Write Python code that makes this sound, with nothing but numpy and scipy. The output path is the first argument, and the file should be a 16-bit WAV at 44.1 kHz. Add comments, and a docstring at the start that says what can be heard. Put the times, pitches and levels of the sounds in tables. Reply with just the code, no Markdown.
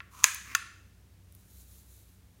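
"""A small plastic drawer of glitter is pulled from a toy dispenser, close to the microphone in a live room.
It scrapes as a stream of tiny slips, and snaps past its catch and clacks free as short modes and cracks.
The flakes shiver and rustle as dense grains, then are tipped into a glass dish with a faint hiss;
a few separate bursts tick. Wavering low tones and shaped noise lie behind as hum and room air."""
import sys
import numpy as np
from scipy import signal
from scipy.fft import rfft, irfft, next_fast_len
from scipy.io import wavfile
from scipy.ndimage import map_coordinates

SR = 44100
rng = np.random.default_rng(int(sys.argv[2]) if len(sys.argv) > 2 else 0)


def wrap_up_sound(samples):
    """Save the sound to the file named by the first command line argument, as 16-bit audio."""
    columns = np.atleast_2d(samples).T
    # keep every value between -1 and 1, then stretch to whole-number steps
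    tamed = np.clip(columns, -1, 1)
    steps = np.round(tamed * 32767).astype(np.int16)
    wavfile.write(sys.argv[1], SR, steps)


N = 105840  # samples

# low hum tones: (frequency [Hz], mean level [dB])
HUM_TONES = [(64, -62), (93.5, -63.5), (184, -75)]
# spectrum of the room air: (frequency [Hz], relative level [dB])
AIR_COLOUR = [(20, -46.5), (38, -17), (50, -11), (62, -5.5), (78, -14), (108, -7), (135, -18.5), (185, -15),
              (220, -19.5), (320, -23), (450, -27.5), (600, -31), (850, -33.5), (2500, -36), (3300, -37.5),
              (16000, -42)]
AIR_DB = -61.5

# modes of the drawer still in its housing: (frequency [Hz], level [dB], decay T60 [s])
HOUSED_DRAWER_MODES = [(1035, -9, 0.019), (1263, -16.5, 0.018), (1690, -7, .019), (2110, -22, .014),
                       (2454, -11.5, 0.023), (3490, -17, 0.0076), (4157, -20, .008), (4960, -18, .009),
                       (6230, 4, .0065), (6930, 1.5, .0065), (7800, -12.5, .011), (8880, -10.5, 0.0084),
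                       (9410, -15.5, 0.011), (10500, -14.5, 0.005), (12460, -19, 0.016), (13940, -20, .01)]
# modes of the drawer as it comes free: (frequency [Hz], level [dB], decay T60 [s])
FREE_DRAWER_MODES = [(1112, -27, 0.06), (1395, -10.5, .021), (1757, -16.5, .023), (1857, -20, 0.02),
                     (2617, -16, .016), (2730, -19, 0.011), (3440, -28, .016), (4880, -29, 0.032),
                     (5920, -24.5, 0.018), (6300, -14.5, 0.011), (7095, -21.5, 0.021), (9775, -39, 0.057),
                     (13035, -32, 0.0091)]
# spectrum of the crack of a plastic blow: (frequency [Hz], gain [dB])
PLASTIC_CRACK_COLOUR = [(250, -10), (600, -13), (800, -10), (1100, 3), (2000, 3), (3000, 0), (5000, 0.5),
                        (7500, -3), (10000, -6), (13000, -9), (16000, -10.5)]
CRACK_T60_S, RADIATES_ABOVE_HZ = 0.014, 750
BUILD_CYCLES = 2.3  # a mode's build-up time, in its own cycles
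RING_IN_ROOM_DB = -3  # heard from all sides, the modes stand out less
THUMP_HZ, THUMP_T60_S, THUMP_DB = 333, 0.016, -51  # the hand-held body, level relative to the crack

GRIP_S, GRIP_DB, GRIP_DULL_HZ, GRIP_ROOM_DB = 0.0036, -18.5, 2600, -11.5
SNAP_S, SNAP_DB, SNAP_CRACK_DB, SNAP_ROOM_DB = 0.2413, -0.5, 11.5, -8.5
LEAD_S, LEAD_DB = 0.0045, -25  # the catch slips a little before it lets go
REBOUND_S, REBOUND_DB, REBOUND_DULL_HZ = 0.003, -12, 3000  # the drawer wall knocks once more, softly
CLACK_S, CLACK_DB, CLACK_CRACK_DB, CLACK_ROOM_DB = 0.5499, 1.5, 2, -9.5
CLACK_EDGE_DB, CLACK_EDGE_HZ = -8, 7900  # the bright click of the rim leaving the rail
RIM_HZ, RIM_DB, RIM_T60_S = 9775, -61, 0.6  # a thin ring that the clack leaves behind

# scraping up to the catch: (time [s], level [dB])
TIGHT_SCRAPE = [(.104, -86), (.114, -65), (.131, -62), (.137, -55), (.16, -56.5), (.2, -48), (.226, -53.5),
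                (.238, -39.5), (.25, -67.5)]
# scraping after the catch: (time [s], level [dB])
LOOSE_SCRAPE = [(.36, -65), (.44, -64.5), (.48, -49.5), (.505, -49.5), (.519, -44), (.532, -48.5),
                (.544, -52), (.555, -56.5)]
# spectrum of the scrape up to the catch: (frequency [Hz], relative level [dB])
TIGHT_SCRAPE_COLOUR = [(300, -24.5), (750, -20.5), (1020, 0.5), (1200, 0), (1700, -17.5), (2600, -12),
                       (3300, -19), (5400, -19), (6500, -11), (7800, -20.5), (10000, -19), (15500, -28)]
# spectrum of the scrape after the catch: (frequency [Hz], relative level [dB])
LOOSE_SCRAPE_COLOUR = [(300, -11.5), (780, -30), (1130, 2), (1450, -9.5), (1800, -2.5), (2200, 2),
                       (2700, -6.5), (3200, -19.5), (5500, -13), (6500, -17), (9000, -24), (15500, -30.5)]
SLIPS_PER_S = 1800

# flakes shifting in the moving drawer: (time [s], level [dB])
FLAKE_RUSTLE = [(.105, -85), (.115, -67), (.22, -62.5), (.42, -62.5), (.51, -61), (.6, -68.5), (.7, -81)]
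# flakes sliding into the dish: (time [s], level [dB])
DISH_POUR = [(1.2, -86), (1.38, -68), (1.47, -68), (1.5, -63.5), (1.615, -57.5), (1.655, -65), (1.72, -60),
             (1.79, -59.5), (1.845, -67), (1.885, -64.5), (1.91, -60), (1.955, -61), (2.04, -67.5),
             (2.14, -68.5), (2.22, -79.5), (2.4, -76)]
# spectrum of sliding flakes: (frequency [Hz], relative level [dB])
SLIDING_COLOUR = [(800, -18), (2800, -15), (3900, -2.5), (5000, -8.5), (6800, 0.5), (8500, -4),
                  (10200, 1.5), (11500, -4), (13300, 2.5), (15800, -4.5)]
# spectrum of flakes jumping at the snap: (frequency [Hz], relative level [dB])
SHIVERING_COLOUR = [(300, -25.5), (800, -18), (1800, 1), (2500, 1.5), (3300, -3.5), (5400, -4), (6500, 3.5),
                    (9000, 1), (15500, -6.5)]
FLAKES_PER_S = 5000
SHIVER_DB, SHIVER_RISE_S, SHIVER_T60_S = -33.5, 0.012, 0.36

# single hard flakes landing: (time [s], strength [dB])
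FLAKE_TICKS = [(.3465, -7), (1.013, -45), (1.236, -46), (1.3238, -29), (1.3503, -24), (1.39, -40.5),
               (2.345, -45), (2.383, -47)]
# spectrum of a landing flake: (frequency [Hz], gain [dB])
FLAKE_TICK_COLOUR = [(500, -43.5), (2000, -21.5), (2800, -11), (6000, -13), (8500, -18), (9800, 3.5),
                     (11500, -4.5), (13500, 1), (16000, -6.5)]
TICK_T60_S, TICK_ROOM_DB = 0.01, -10.5

# decay of the room: (frequency [Hz], decay T60 [s])
ROOM_DECAY = [(300, .4), (1500, 0.59), (3000, 0.64), (6500, 0.61), (10000, .45), (15000, 0.12)]
# spectrum of the room's answer: (frequency [Hz], gain [dB])
ROOM_TAIL_COLOUR = [(300, 0), (1000, -4.5), (2000, 0.5), (3500, -3), (5000, -5.5), (6500, -7.5), (9000, -3),
                    (15000, -3.5)]
EARLY_S, EARLY_T60_S, EARLY_DB = 0.003, 0.07, -18  # reflections from the dishes and the table
TOP_HZ = 15850  # the recorder's band limit


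def amp(db):
    """Decibels to gain."""
    return 10 ** (np.asarray(db) / 20)


def unit(x):
    """Scale to rms 1."""
    return x / np.sqrt(np.mean(x ** 2) + 1e-20)


def along(points, hz):
    """Interpolate (Hz, value) points on a log frequency axis."""
    f, value = np.transpose(points)
    return np.interp(np.log(hz + 1), np.log(f + 1), value)


def swell(rows):
    """Gain per sample from (s, dB) rows, silent outside them."""
    s, db = np.transpose(rows)
    return amp(np.interp(np.arange(N) / SR, s, db, left=-140, right=-140))


def wobble(rate):
    """A smooth random curve, rate knots a second."""
    return map_coordinates(rng.standard_normal(400), [np.arange(N) * rate / SR], mode="wrap")


def coloured(x, points):
    """Filter x causally to a (Hz, dB) shape, with minimum phase from the folded cepstrum."""
    m = 2 * next_fast_len(N)
    gain = amp(along(points, np.fft.rfftfreq(m, 1 / SR)))
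    cepstrum = irfft(np.log(gain), m)
    cepstrum[1:m // 2] *= 2
    cepstrum[m // 2 + 1:] = 0
    response = np.exp(rfft(cepstrum))
    return irfft(rfft(x, m) * response, m)[:N]


def butter(x, hz, kind, order):
    """Causal high-pass or low-pass."""
    sos = signal.butter(order, min(hz, SR / 2 - 1), kind, fs=SR, output="sos")
    return signal.sosfilt(sos, x)


def at(s, x):
    """Place a short sound at time s."""
    return np.pad(x, (max(round(s * SR), 0), N))[:N]


def fade(t, t60):
    """Exponential decay, 60 dB down after t60."""
    return np.exp(-np.log(1000) * t / t60)


def decaying_sine(t, hz, t60):
    """A sine that dies away exponentially."""
    return fade(t, t60) * np.sin(2 * np.pi * hz * t)


def burst(t60):
    """A short noise burst with a nearly even spectrum and unit energy."""
    t = np.arange(SR // 20) / SR
    x = fade(t, t60) * rng.standard_normal(len(t))
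    for _ in range(4):
        flat = irfft(np.exp(1j * np.angle(rfft(x))), len(t))
        x = flat * fade(t, 10 * t60)
    return x / np.linalg.norm(x)


def grains(rate, colour, spread_db):
    """Dense tiny contacts of random sign and uneven size, coloured, rms 1."""
    struck = rng.random(N) < rate / SR
    sign = rng.choice([-1, 1], N)
    size = amp(spread_db * rng.standard_normal(N))
    return unit(coloured(struck * sign * size, colour))


def room(x):
    """The room's diffuse answer: a noise tail that decays at its own pace in each band."""
    hz, t, z = signal.stft(rng.standard_normal(SR), SR, nperseg=256)
    decay = fade(t, along(ROOM_DECAY, hz)[:, None])
    tail = signal.istft(z * decay, SR, nperseg=256)[1]
    delayed = at(0.0032, tail / np.linalg.norm(tail))
    return signal.fftconvolve(x, coloured(delayed, ROOM_TAIL_COLOUR))[:N]


def in_room(x, room_db):
    """The direct sound plus the room."""
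    return x + amp(room_db) * room(x)


def near_walls(x):
    """The direct sound plus a quick decaying scatter off nearby surfaces."""
    t = np.arange(SR // 16) / SR
    scatter = fade(t, EARLY_T60_S) * rng.standard_normal(len(t))
    echoes = signal.fftconvolve(x, scatter / np.linalg.norm(scatter))
    return x + amp(EARLY_DB) * at(EARLY_S, echoes)


def plastic(modes, crack_db, room_db):
    """One blow on thin plastic: short modes, a crack and a weak thump; the small walls radiate little bass."""
    t = np.arange(SR // 8) / SR
    ring = np.zeros(len(t))
    for k, (hz, db, t60) in enumerate(modes):
        build_up = 1 - np.exp(-t * hz / BUILD_CYCLES)
        ring += (-1) ** k * amp(db) * build_up * decaying_sine(t, hz, t60)
    ring = at(0, ring)
    crack = amp(crack_db) * coloured(at(0, burst(CRACK_T60_S)), PLASTIC_CRACK_COLOUR)
    # the room answers a single coloured pulse in place of the crack's noise burst
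    pulse = amp(crack_db) * coloured(at(0, np.ones(1)), PLASTIC_CRACK_COLOUR)
    thump = at(0, amp(crack_db + THUMP_DB) * decaying_sine(t, THUMP_HZ, THUMP_T60_S))
    reverb = amp(RING_IN_ROOM_DB) * room(ring) + room(pulse)
    sound = near_walls(ring + crack) + amp(room_db) * reverb
    return thump + butter(sound, RADIATES_ABOVE_HZ, "highpass", order=2)


def background():
    """Low tones wavering in level and phase, over noise shaped as the air of the room."""
    t = np.arange(N) / SR
    hum = np.zeros(N)
    for hz, db in HUM_TONES:
        level = amp(db + 2.5 * wobble(9)) * np.sqrt(2)  # the root makes the level rms
        hum += level * np.sin(2 * np.pi * hz * t + 1.2 * wobble(8.7))
    air = amp(AIR_DB) * unit(coloured(rng.standard_normal(N), AIR_COLOUR))
    return hum + air


def grip_knock():
    """A dull knock of the grip: a plastic blow with its treble cut."""
    blow = amp(GRIP_DB) * plastic(FREE_DRAWER_MODES, crack_db=11.5, room_db=GRIP_ROOM_DB)
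    return at(GRIP_S, butter(blow, GRIP_DULL_HZ, "lowpass", order=3))


def scrape():
    """Tiny slips of the drawer on its rails; the ring is higher once it is partly out."""
    tight = swell(TIGHT_SCRAPE) * grains(SLIPS_PER_S, TIGHT_SCRAPE_COLOUR, spread_db=0.5)
    loose = swell(LOOSE_SCRAPE) * grains(SLIPS_PER_S, LOOSE_SCRAPE_COLOUR, spread_db=1.5)
    return in_room(tight + loose, room_db=-6)


def sliding_flakes():
    """Many small flake contacts: a rustle in the moving drawer, then three surges into the dish."""
    level = swell(FLAKE_RUSTLE) + swell(DISH_POUR)
    return in_room(level * grains(FLAKES_PER_S, SLIDING_COLOUR, spread_db=2.5), room_db=-6)


def catch_snap():
    """The catch slips faintly, lets go with a plastic blow, and the drawer wall rebounds dully."""
    catch = plastic(HOUSED_DRAWER_MODES, SNAP_CRACK_DB, SNAP_ROOM_DB)
    slip = at(SNAP_S - LEAD_S, amp(LEAD_DB) * catch)
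    rebound = at(REBOUND_S, amp(REBOUND_DB) * butter(catch, REBOUND_DULL_HZ, "lowpass", order=2))
    return slip + at(SNAP_S, amp(SNAP_DB) * catch + rebound)


def shivering_flakes():
    """Flakes jump in the drawer at the snap, and their contacts die away."""
    t = np.maximum(np.arange(N) / SR - SNAP_S, 0)
    level = amp(SHIVER_DB) * (1 - np.exp(-t / SHIVER_RISE_S)) * fade(t, SHIVER_T60_S)
    return level * grains(FLAKES_PER_S, SHIVERING_COLOUR, spread_db=2.0)


def ticks():
    """Single flakes click brightly: short coloured bursts in the room."""
    hits = sum(at(s, amp(db) * burst(TICK_T60_S)) for s, db in FLAKE_TICKS)
    return in_room(coloured(hits, FLAKE_TICK_COLOUR), TICK_ROOM_DB)


def clack():
    """The drawer comes free: a plastic blow, a bright edge click and a thin lasting ring."""
    t = np.arange(SR) / SR
    blow = amp(CLACK_DB) * plastic(FREE_DRAWER_MODES, CLACK_CRACK_DB, CLACK_ROOM_DB)
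    edge = amp(CLACK_EDGE_DB) * butter(at(0, burst(0.004)), CLACK_EDGE_HZ, "highpass", order=1)
    rim = at(0, amp(RIM_DB) * decaying_sine(t, RIM_HZ, RIM_T60_S))
    return at(CLACK_S, blow + in_room(edge, room_db=-12) + rim)


def scene():
    """All sources at one close microphone."""
    drawer = grip_knock() + scrape() + catch_snap() + clack()
    flakes = sliding_flakes() + shivering_flakes() + ticks()
    return (background() + drawer + flakes)[None]


def record(dry):
    """The recorder clips at full scale, then keeps nothing above its band limit."""
    m = next_fast_len(N + SR // 2)
    in_band = np.fft.rfftfreq(m, 1 / SR) < TOP_HZ
    return irfft(rfft(np.clip(dry, -1, 1), m) * in_band, m)[..., :N]


dry = scene()
out = record(dry)
wrap_up_sound(out)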